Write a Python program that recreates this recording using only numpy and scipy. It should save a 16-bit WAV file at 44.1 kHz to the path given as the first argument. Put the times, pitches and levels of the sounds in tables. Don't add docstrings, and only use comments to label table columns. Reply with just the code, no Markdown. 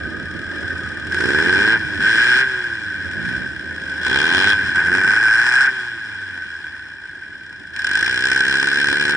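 import sys
import numpy as np
from scipy import signal
from scipy.fft import rfft, irfft, next_fast_len
from scipy.io import wavfile
from scipy.ndimage import uniform_filter1d, map_coordinates

SR = 44100
rng = np.random.default_rng(int(sys.argv[2]) if len(sys.argv) > 2 else 0)


def store_wav(level_fs):
    pcm = np.round(np.clip(np.atleast_2d(level_fs), -1, 1) * 32767)
    wavfile.write(sys.argv[1], SR, pcm.T.astype(np.int16))


def gain_from_decibels(decibels):
    exponent = np.asarray(decibels, float) / 20
    return 10 ** exponent


N = 403956


def unit(x):
    return x / np.sqrt(np.mean(x ** 2) + 1e-20)


def along(points, hz):
    f, v = np.transpose(points)
    return np.interp(np.log(hz + 1), np.log(f + 1), v)


def curves(rows):
    s, *cols = np.transpose(rows)
    return [np.interp(np.arange(N) / SR, s, c) for c in cols]


def fade(rows, soft_s):
    a, b = rows[0][0], rows[-1][0]
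    return np.interp(np.arange(N) / SR, [a - soft_s, a, b, b + soft_s], [0, 1, 1, 0])


def wobble(rate_hz):
    knots = rng.standard_normal(int(N * rate_hz / SR) + 4)
    return map_coordinates(knots, [np.arange(N) * rate_hz / SR])


def filtered(x, response):
    m = next_fast_len(N + SR // 2)
    return irfft(rfft(x, m) * response(np.fft.rfftfreq(m, 1 / SR)), m)[..., :N]


def resonance(f, centre_hz, width_hz):
    damping = 1j * f * width_hz
    return damping / (centre_hz ** 2 - f * f + damping)


def modes(rows):
    return lambda f: sum(gain_from_decibels(db) * resonance(f, c, w) for c, w, db, *_ in rows)


def blows(events, over_db):
    s, db = np.transpose(events)
    return np.bincount(np.round(s * SR).astype(int), gain_from_decibels(db + over_db), N)


# [f/Hz, share 0-1]
COMMON_SHARE = [(80, .7), (400, .6), (650, .5), (900, .88), (1300, .85), (1480, .998), (1850, .996),
                (2400, .9), (3500, .7), (5200, .88), (7000, .5), (10000, .3)]


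def ports(x, response):
    m = next_fast_len(N + SR // 2)
    f = np.fft.rfftfreq(m, 1 / SR)
    z, h = rfft(x, m), response(f)
    share = np.clip(along(COMMON_SHARE, f), 0, 1)
    pair = np.sqrt(share) * z[0] + np.sqrt(1 - share) * z[1:]
    return irfft(pair * h / np.sqrt(np.mean(np.abs(h) ** 2)), m)[:, :N]


# [f/Hz, width/Hz, left level/dB, right level/dB, left sign, right sign]
SHELL = [(896, 160, -17, -16.5, 1, 1), (1030, 106, -13, -20, -1, -1), (1280, 73, -16, -19, 1, 1),
         (1526, 63.5, 2.5, 3.5, 1, 1), (1653.6, 70.5, 0.5, -0.5, -1, -1), (1782, 55, -4.5, -6.5, 1, 1),
         (1957, 390, -19, -25, -1, -1), (2356, 74, -15, -29.5, -1, 1), (2640, 350, -20, -24, 1, -1),
         (2663, 360, -21.5, -21, -1, 1), (3220, 520, -18, -19.5, 1, -1), (4070, 380, -23.5, -18.5, -1, 1),
         (4365, 530, -21.5, -23, 1, -1), (5070, 493, -20.5, -14, 1, 1), (5350, 1050, -25, -18.5, -1, -1),
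         (7140, 140, -45.5, -47, 1, -1), (7730, 495, -31, -28.5, -1, -1), (9190, 470, -29.5, -39.5, 1, 1),
         (9580, 4400, -38, -37, -1, 1)]


def shell(f):
    return sum(gain_from_decibels([[l], [r]]) * [[a], [b]] * resonance(f, c, w) for c, w, l, r, a, b in SHELL)


# [t/s, firing f/Hz]
SPEED = [(0, 27.2), (0.558, 43.97), (0.891, 35.07), (1.099, 41.74), (1.399, 78.74), (1.74, 113.6),
         (1.981, 95.8), (2.41, 134), (3.05, 92.28), (3.92, 46.67), (4.5, 105.7), (4.85, 86.4),
         (5.66, 133.5), (6.15, 101.4), (7.62, 25.44), (8.071, 59.53), (8.291, 65.37), (9.16, 73.17)]
# [open t/s, shut t/s, case ring level/dB and pipe thump level/dB at 100 Hz, burst share 0-1]
REVS = [
    (1.103, 1.744, -14.5, -28.5, 0.24),
    (1.999, 2.411, -13.5, -35, 0.07),
    (4.012, 4.513, -15, -31.5, 0.75),
    (4.753, 4.801, -13.5, -39, 0.1),
    (4.845, 5.661, -13.5, -36, 0.78),
    (7.734, 9.3, -15.5, -22, 0.8),
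]


def throttle():
    fill_firings, fill_curve, empty_s = 6.9, 0.34, 0.038
    s, hz = np.transpose(SPEED)
    rows = []
    for a, b, *_ in REVS:
        full = min(a + fill_firings / np.interp(a, s, hz), b)
        rows.append(np.interp(np.arange(N) / SR, [a, full, b, b + empty_s], [0, 1, 1, 0]))
    return np.array(rows) ** fill_curve


# [rasp, hiss, bark, heat shield level/dB re case ring, thump growth/dB per octave of speed]
FACING = [
    (-14.5, -21.5, -17.5, -30, -4),
    (-15, -21.5, -23, -29.5, -8.5),
    (-9, -18, -14, -18, -4),
    (-24, -22.5, -16, -32, -3),
    (-31, -22, -20, -34, -24),
    (-10.5, -15.5, -19.5, -37, 21),
]
SHUT_COLOUR = (-15, -21, -19.5, -28)
# [pipe boom level/dB re thump, hiss growth/dB per octave of speed]
BOOM = [
    (-8, -4),
    (-13, 3.5),
    (-19, -1.5),
    (-16, 2),
    (-23, 6),
    (-21.5, -1),
]
# [t/s, case ring level/dB]
COAST = [(0, -29.5), (.45, -29), (.56, -26.5), (1.1, -27.5), (1.84, -24), (2.5, -21.5), (2.8, -27),
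         (3.14, -27.5), (3.34, -23), (3.5, -29.5), (3.75, -29), (4.0, -24.5), (4.6, -19.5), (5.8, -24),
         (6.0, -28.5), (6.65, -31), (6.95, -34.5), (7.7, -35.5)]
# [firing f/Hz, level/dB]
FRAME = [(45, -63.5), (70, -56), (95, -45), (135, -53)]
# [t/s, level/dB]
THIRD = [(0, -59), (1.3, -56), (1.5, -49), (1.75, -40), (1.95, -37), (2.1, -44), (2.4, -40), (2.6, -36.5),
         (2.8, -45), (3.05, -43), (3.3, -64), (4.1, -51), (4.5, -49), (4.8, -49), (5.3, -51), (5.6, -49.5),
         (6.2, -58), (6.5, -65)]


def controls():
    (hz,), (coast_db,), opened = curves(SPEED), curves(COAST), throttle()
    hz = uniform_filter1d(hz, size=2500)
    load, octaves = opened.sum(0), np.log2(hz / 100)
    shut = 1 - load
    ring, thump, burst = np.transpose(REVS)[2:] @ opened
    *colour, grows = np.transpose(FACING) @ opened
    boom_db, brightens = np.transpose(BOOM) @ opened
    colour[1] = colour[1] + brightens * octaves
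    colour_db = colour + np.outer(SHUT_COLOUR, shut)
    ring_db = ring + load * 4.5 * octaves + shut * coast_db
    coast_thump_db = coast_db - 27 + 7 * octaves
    thump_db = thump + grows * octaves + shut * coast_thump_db
    tones_db = along(FRAME, hz) + 5 * load, *curves(THIRD), boom_db - 12 * shut
    return hz, load, ring_db, thump_db, tones_db, burst + shut * 0.33, colour_db


LEADS = [1.167, 1.256, 1.305, 1.387, 1.461, 1.527, 1.59, 2.066, 2.129, 2.317, 2.366, 4.065, 4.159, 4.242,
         4.314, 4.38, 5.014, 5.077, 5.255, 5.31, 5.364, 7.845, 7.913, 8.027, 8.127, 8.223, 8.316, 8.406,
         8.496, 8.584, 8.672, 8.758, 8.843, 8.928, 9.011, 9.094]
OTHERS = [1.0975, 1.1448, 2.0263, 4.7586, 5.5935, 5.6146, 7.7625, 7.7916, 7.9538, 8.0621]
# [t/s, peak level/dB]
POPS = [(1.0703, -8), (1.1212, -8), (1.1456, 1), (1.209, 0), (1.2429, -6.5), (1.2614, -5), (1.2878, -7),
        (1.3057, -8), (1.3357, -8), (1.3891, -6), (1.4963, -6.5), (1.5292, -6), (2.0263, -4.5),
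        (2.5077, -14.5), (3.1163, -11), (3.2575, -11), (4.115, -12), (4.5336, 0), (4.7586, -4.5),
        (4.8678, -6), (5.0384, -4.5), (5.2769, -6), (7.7638, -8.5), (7.7957, -15), (7.8222, -17),
        (7.8456, -11.5), (7.8696, -11.5), (7.894, -12.5), (7.913, -7), (7.9539, -4.5), (8.0282, -9.5),
        (8.0616, -1.5), (8.0801, -10), (8.1439, -9.5), (8.1774, -11.5), (8.2243, -11.5), (8.2397, -8),
        (8.2587, -7), (8.2706, -9), (8.317, -6.5), (8.3644, -4), (8.4073, -3.5), (8.4532, -7), (8.4877, -8),
        (8.5271, -6), (8.543, -7), (8.6209, -6), (8.6308, -7.5), (8.6732, -9.5), (8.7171, -11.5),
        (8.761, -13.5), (8.8034, -8.5), (8.8453, -6), (8.8882, -7), (8.9147, -9.5), (8.9296, -7.5),
        (9.013, -13.5), (9.0544, -6.5), (9.0883, -4.5), (9.1432, -5.5)]


def crank(hz, ring_db):
    turns = np.cumsum(hz) / SR + 1
    at = np.round(np.sort(LEADS + OTHERS) * SR).astype(int)
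    slip = -np.unwrap(turns[at] % 1, period=1)
    turns = turns + 1 + uniform_filter1d(np.interp(np.arange(N), at, slip), size=1800)
    k = np.arange(2000)
    led = np.round(turns[np.round(np.array(LEADS) * SR).astype(int)])
    nearest = led[np.abs(k[:, None] - led).argmin(axis=1)]
    lead = (k - nearest) % 3 == 0
    pop_s, pop_db = np.transpose(POPS)
    hard, extra_db = np.round(pop_s * SR).astype(int), np.zeros(2000)
    extra_db[np.round(turns[hard]).astype(int)] = np.clip(pop_db - ring_db[hard] - 8, -2, 4)
    return turns, lead[turns.astype(int)], extra_db


def firings(turns, cylinders_db, scatter_db, extra_db=0):
    k = turns.astype(int)
    size_db = np.resize(cylinders_db, 2000) + scatter_db * rng.standard_normal(2000) + extra_db
    return (turns - k) / np.gradient(turns) / SR, gain_from_decibels(size_db[k])


# [f/Hz, level/dB]
PIPE = [(40, -40), (65, -19), (100, -7), (150, -3), (220, -4), (290, -2), (370, 1), (450, -4), (520, -8),
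        (600, -20), (720, -24), (900, -60)]
# [f/Hz, level/dB]
PIPE_LEFT = [(60, -16), (200, -41), (330, -16), (450, -8.5), (700, -3)]


def thumps(since, size, hz):
    puffs = size ** .4 * np.exp(-since / .0003) / np.sqrt(hz)
    pair = filtered(puffs, lambda f: gain_from_decibels(along(PIPE, f) + [along(PIPE_LEFT, f), 0 * f]))
    return pair / np.std(pair[1])


def engine():
    hz, load, ring_db, thump_db, tones_db, share, colour_db = controls()
    tone_db, third_db, boom_db = tones_db
    rasp_db, hiss_db, bark_db, shield_db = colour_db
    turns, lead, extra_db = crank(hz * (1 + .002 * wobble(25)), ring_db)
    since, size = firings(turns, [0], 2.2, extra_db)

    pipe = thumps(since, size * gain_from_decibels(4.7 * lead), hz)
    boom = filtered(pipe, modes([(384, 74, 6)]))
    out = gain_from_decibels(thump_db + 3) * (pipe + gain_from_decibels(boom_db) * boom)
    sides = gain_from_decibels([[-6], [3]])
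    out = out + gain_from_decibels(tone_db + 2) * np.sin(2 * np.pi * turns) * sides
    out = out + gain_from_decibels(third_db + .8 * wobble(14)) * np.sin(6 * np.pi * turns) * sides

    gas_lead = round(.025 * SR)
    early_db = np.minimum(np.roll(ring_db, -gas_lead) - ring_db, 0)
    fires = np.diff(since, prepend=0) < 0
    edge = np.sqrt(size) * fires * np.sqrt(SR / hz)
    # from/Hz, to/Hz, level/dB, burst/s, burst depth, lead cylinder level/dB, share of clean fronts
    layers = [(696, 1180, bark_db, .0022, .37, 7.9, .7),
              (1475, 2700, .015, .0042, .45, 3, .55),
              (2070, 4250, rasp_db + early_db, .0082, .62, 1.9, .25),
              (3730, 12500, hiss_db + early_db, .0044, 1, 1.5, .12)]
    for lo_hz, hi_hz, db, life_s, depth, lead_db, clean in layers:
        favour = gain_from_decibels(lead_db * lead * load) / np.sqrt((2 + gain_from_decibels(2 * lead_db * load)) / 3)
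        lives = life_s * hz
        level = np.sqrt(2 / lives / (1 - np.exp(-2 / lives)))
        burst = favour * size * np.exp(-since / life_s) * level
        mix = np.clip(depth * share, 0, 1)
        flutter = gain_from_decibels(.11 * wobble(25) + 1.02 * wobble(45))
        gate = np.sqrt(1 - mix + mix * burst ** 2) * flutter
        sharp = np.clip(np.maximum(mix ** 2, (hz - 35) / 40 * mix ** .3), 0, 1)
        fronts = clean * (.45 + .55 * load) * sharp
        hiss = np.sqrt(1 - fronts) * gate * rng.standard_normal((3, N))
        gas = hiss + np.sqrt(fronts) * favour * edge * [[1], [1], [1]]
        band = lambda f: shell(f) / np.sqrt((1 + (lo_hz / (f + 1)) ** 16) * (1 + (f / hi_hz) ** 16))
        out = out + ports(gas * gain_from_decibels(ring_db + db), band)

    shield = lambda f: resonance(f, 3310, 130) * gain_from_decibels([[1], [-1]])
    return out + ports(gas[[1, 1, 1]] * gain_from_decibels(ring_db + shield_db), shield)


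def knocks():
    return filtered(blows(POPS, 21), modes(SHELL[3:6]))


# [t/s, firing f/Hz, thump level/dB]
BLIP = [
    (3.0, 40.9, -54),
    (3.118, 47.8, -54),
    (3.182, 54.3, -43),
    (3.294, 61.0, -42),
    (3.432, 63.3, -45),
    (3.5, 63.8, -51),
]
# [t/s, f/Hz, level/dB]
DRONE = [
    [(0.0, 77, -49), (0.36, 86.54, -36), (1.41, 79.7, -38), (1.54, 92.85, -45), (2.18, 79, -54),
     (3.13, 89.3, -39), (3.5, 78.35, -43), (4.27, 80.2, -37), (4.6, 93, -35.5)],
    [(6.6, 93.4, -54), (7.4, 88.3, -54), (7.712, 86.3, -48), (8.2, 100.5, -41)],
]
# [t/s, f/Hz, level/dB]
WHINE = [
    [(.45, 590, -56), (.65, 545, -45), (.95, 498.7, -55)],
    [(2.0, 516, -52), (2.5, 538.6, -51.5), (3.1, 551.4, -57), (3.5, 572.2, -67), (3.8, 526, -46),
     (4.4, 517, -53)],
]


def neighbours():
    hz, db = curves(BLIP)
    since, size = firings(np.cumsum(hz) / SR + 1, [1, -1, .6, -.6], 1.5)
    blip = fade(BLIP, .08) * gain_from_decibels(db + 18) * thumps(since, size, hz)
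    blip = filtered(blip, lambda f: 1 / (1 + (f / 280) ** 6))
    return blip + hum(DRONE, 1.2) * gain_from_decibels([[-5], [3]]) + hum(WHINE, 2) * gain_from_decibels([[-1], [2]])


def hum(tables, waver_hz):
    out = 0
    for rows in tables:
        hz, db = curves(rows)
        phase = 2 * np.pi * np.cumsum(hz + waver_hz * wobble(8.9)) / SR
        out = out + fade(rows, .15) * gain_from_decibels(db + .81 * wobble(3.2)) * np.sin(phase)
    return out


# [t/s, peak level/dB]
THROBS = [(0.015, -23), (0.074, -21), (0.161, -25), (0.21, -18), (0.268, -26), (0.349, -23), (0.41, -18),
          (0.474, -19), (0.556, -19), (0.852, -22), (0.934, -27), (1.019, -27), (2.94, -29), (3.137, -26),
          (3.398, -25), (3.541, -26), (3.603, -28), (3.666, -26), (6.389, -40), (6.657, -41), (6.844, -38),
          (7.34, -38)]
# [f/Hz, width/Hz, level/dB]
BODY = [(82, 22, -3), (200, 55, -7), (310, 70, -16)]


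def idle():
    soft = lambda f: modes(BODY)(f) / (1 + 1j * f / 420) ** 2
    return filtered(blows(THROBS, 40), soft) * gain_from_decibels([[-6], [2.5]])


def nearby_ring():
    centre_hz, width_hz, level_db, until_s = 1248, 71, -44.5, 1.06
    buzz = filtered(rng.standard_normal(N), lambda f: np.exp(-((f - centre_hz) / width_hz) ** 2))
    return gain_from_decibels(level_db + 2.5 * wobble(18.6)) * fade([[0], [until_s]], .1) * unit(buzz)


# [t/s, level/dB]
ROAD = [(0, -36.5), (1.12, -36.5), (1.81, -35.5), (2.47, -42), (2.93, -44.5), (3.21, -37), (3.5, -41.5),
        (4.54, -37.5), (5.05, -36.5), (5.38, -49), (6.4, -52), (7.0, -52), (8.0, -49), (9.16, -39.5)]
# [f/Hz, level/dB per Hz]
RUMBLE = [(25, -44), (55, -17.5), (76, -0.5), (118, -6.5), (188, -7), (230, -10.5), (400, -91)]
# [f/Hz, level/dB per Hz]
ROAR = [(90, -20), (150, -15.5), (190, -2.5), (320, 1.5), (400, -3), (450, -9.5), (600, -9.5), (750, -15.5),
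        (1100, -86.5)]


def road():
    out, (roll_db,), load = 0, curves(ROAD), throttle().sum(0)
    rumble_db = roll_db - 0.5 - 2.5 * load
    roar_db = roll_db + 2.5 * load
    for db, colour, left_db in [(rumble_db, RUMBLE, -7), (roar_db, ROAR, -5)]:
        lumps_db = 2 + 2.2 * wobble(28) + 1.3 * wobble(6)
        noise = rng.standard_normal((3, N)) * gain_from_decibels(db + lumps_db)
        out = out + ports(noise, lambda f: gain_from_decibels(along(colour, f))) * gain_from_decibels([[left_db], [0]])
    return out


# [t/s, level/dB]
GUSTS = [
    (1.557, -32),
    (1.78, -32),
    (2.0, -29.5),
    (3.42, -38),
    (4.95, -46),
    (5.371, -36),
    (6.47, -44.5),
]


def gusts():
    t = np.arange(N) / SR
    push = sum(gain_from_decibels(db) * np.exp(-((t - s) / .022) ** 2) for s, db in GUSTS)
    noise = filtered(rng.standard_normal((2, N)), lambda f: (f > 55) / (1 + (f / 430) ** 6))
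    return push * unit(noise) * gain_from_decibels([[0], [-8]])


def scene():
    return engine() + knocks() + neighbours() + idle() + nearby_ring() + road() + gusts()


def roll_off(x):
    return signal.sosfilt(signal.butter(12, 11920, fs=SR, output="sos"), x)


def record(dry):
    envelope = np.abs(signal.hilbert(dry.mean(0), next_fast_len(N + SR // 4))[:N])
    swell = uniform_filter1d(envelope, size=30)
    x = dry / (1 + (swell / .5) ** 4) ** (1 / 4)
    x = filtered(x, lambda f: 1 / np.sqrt((1 + (f / 10590) ** 60) * (1 + (26 / (f + 1)) ** 4)))
    return roll_off(x)


dry = scene()
out = record(dry)
store_wav(out)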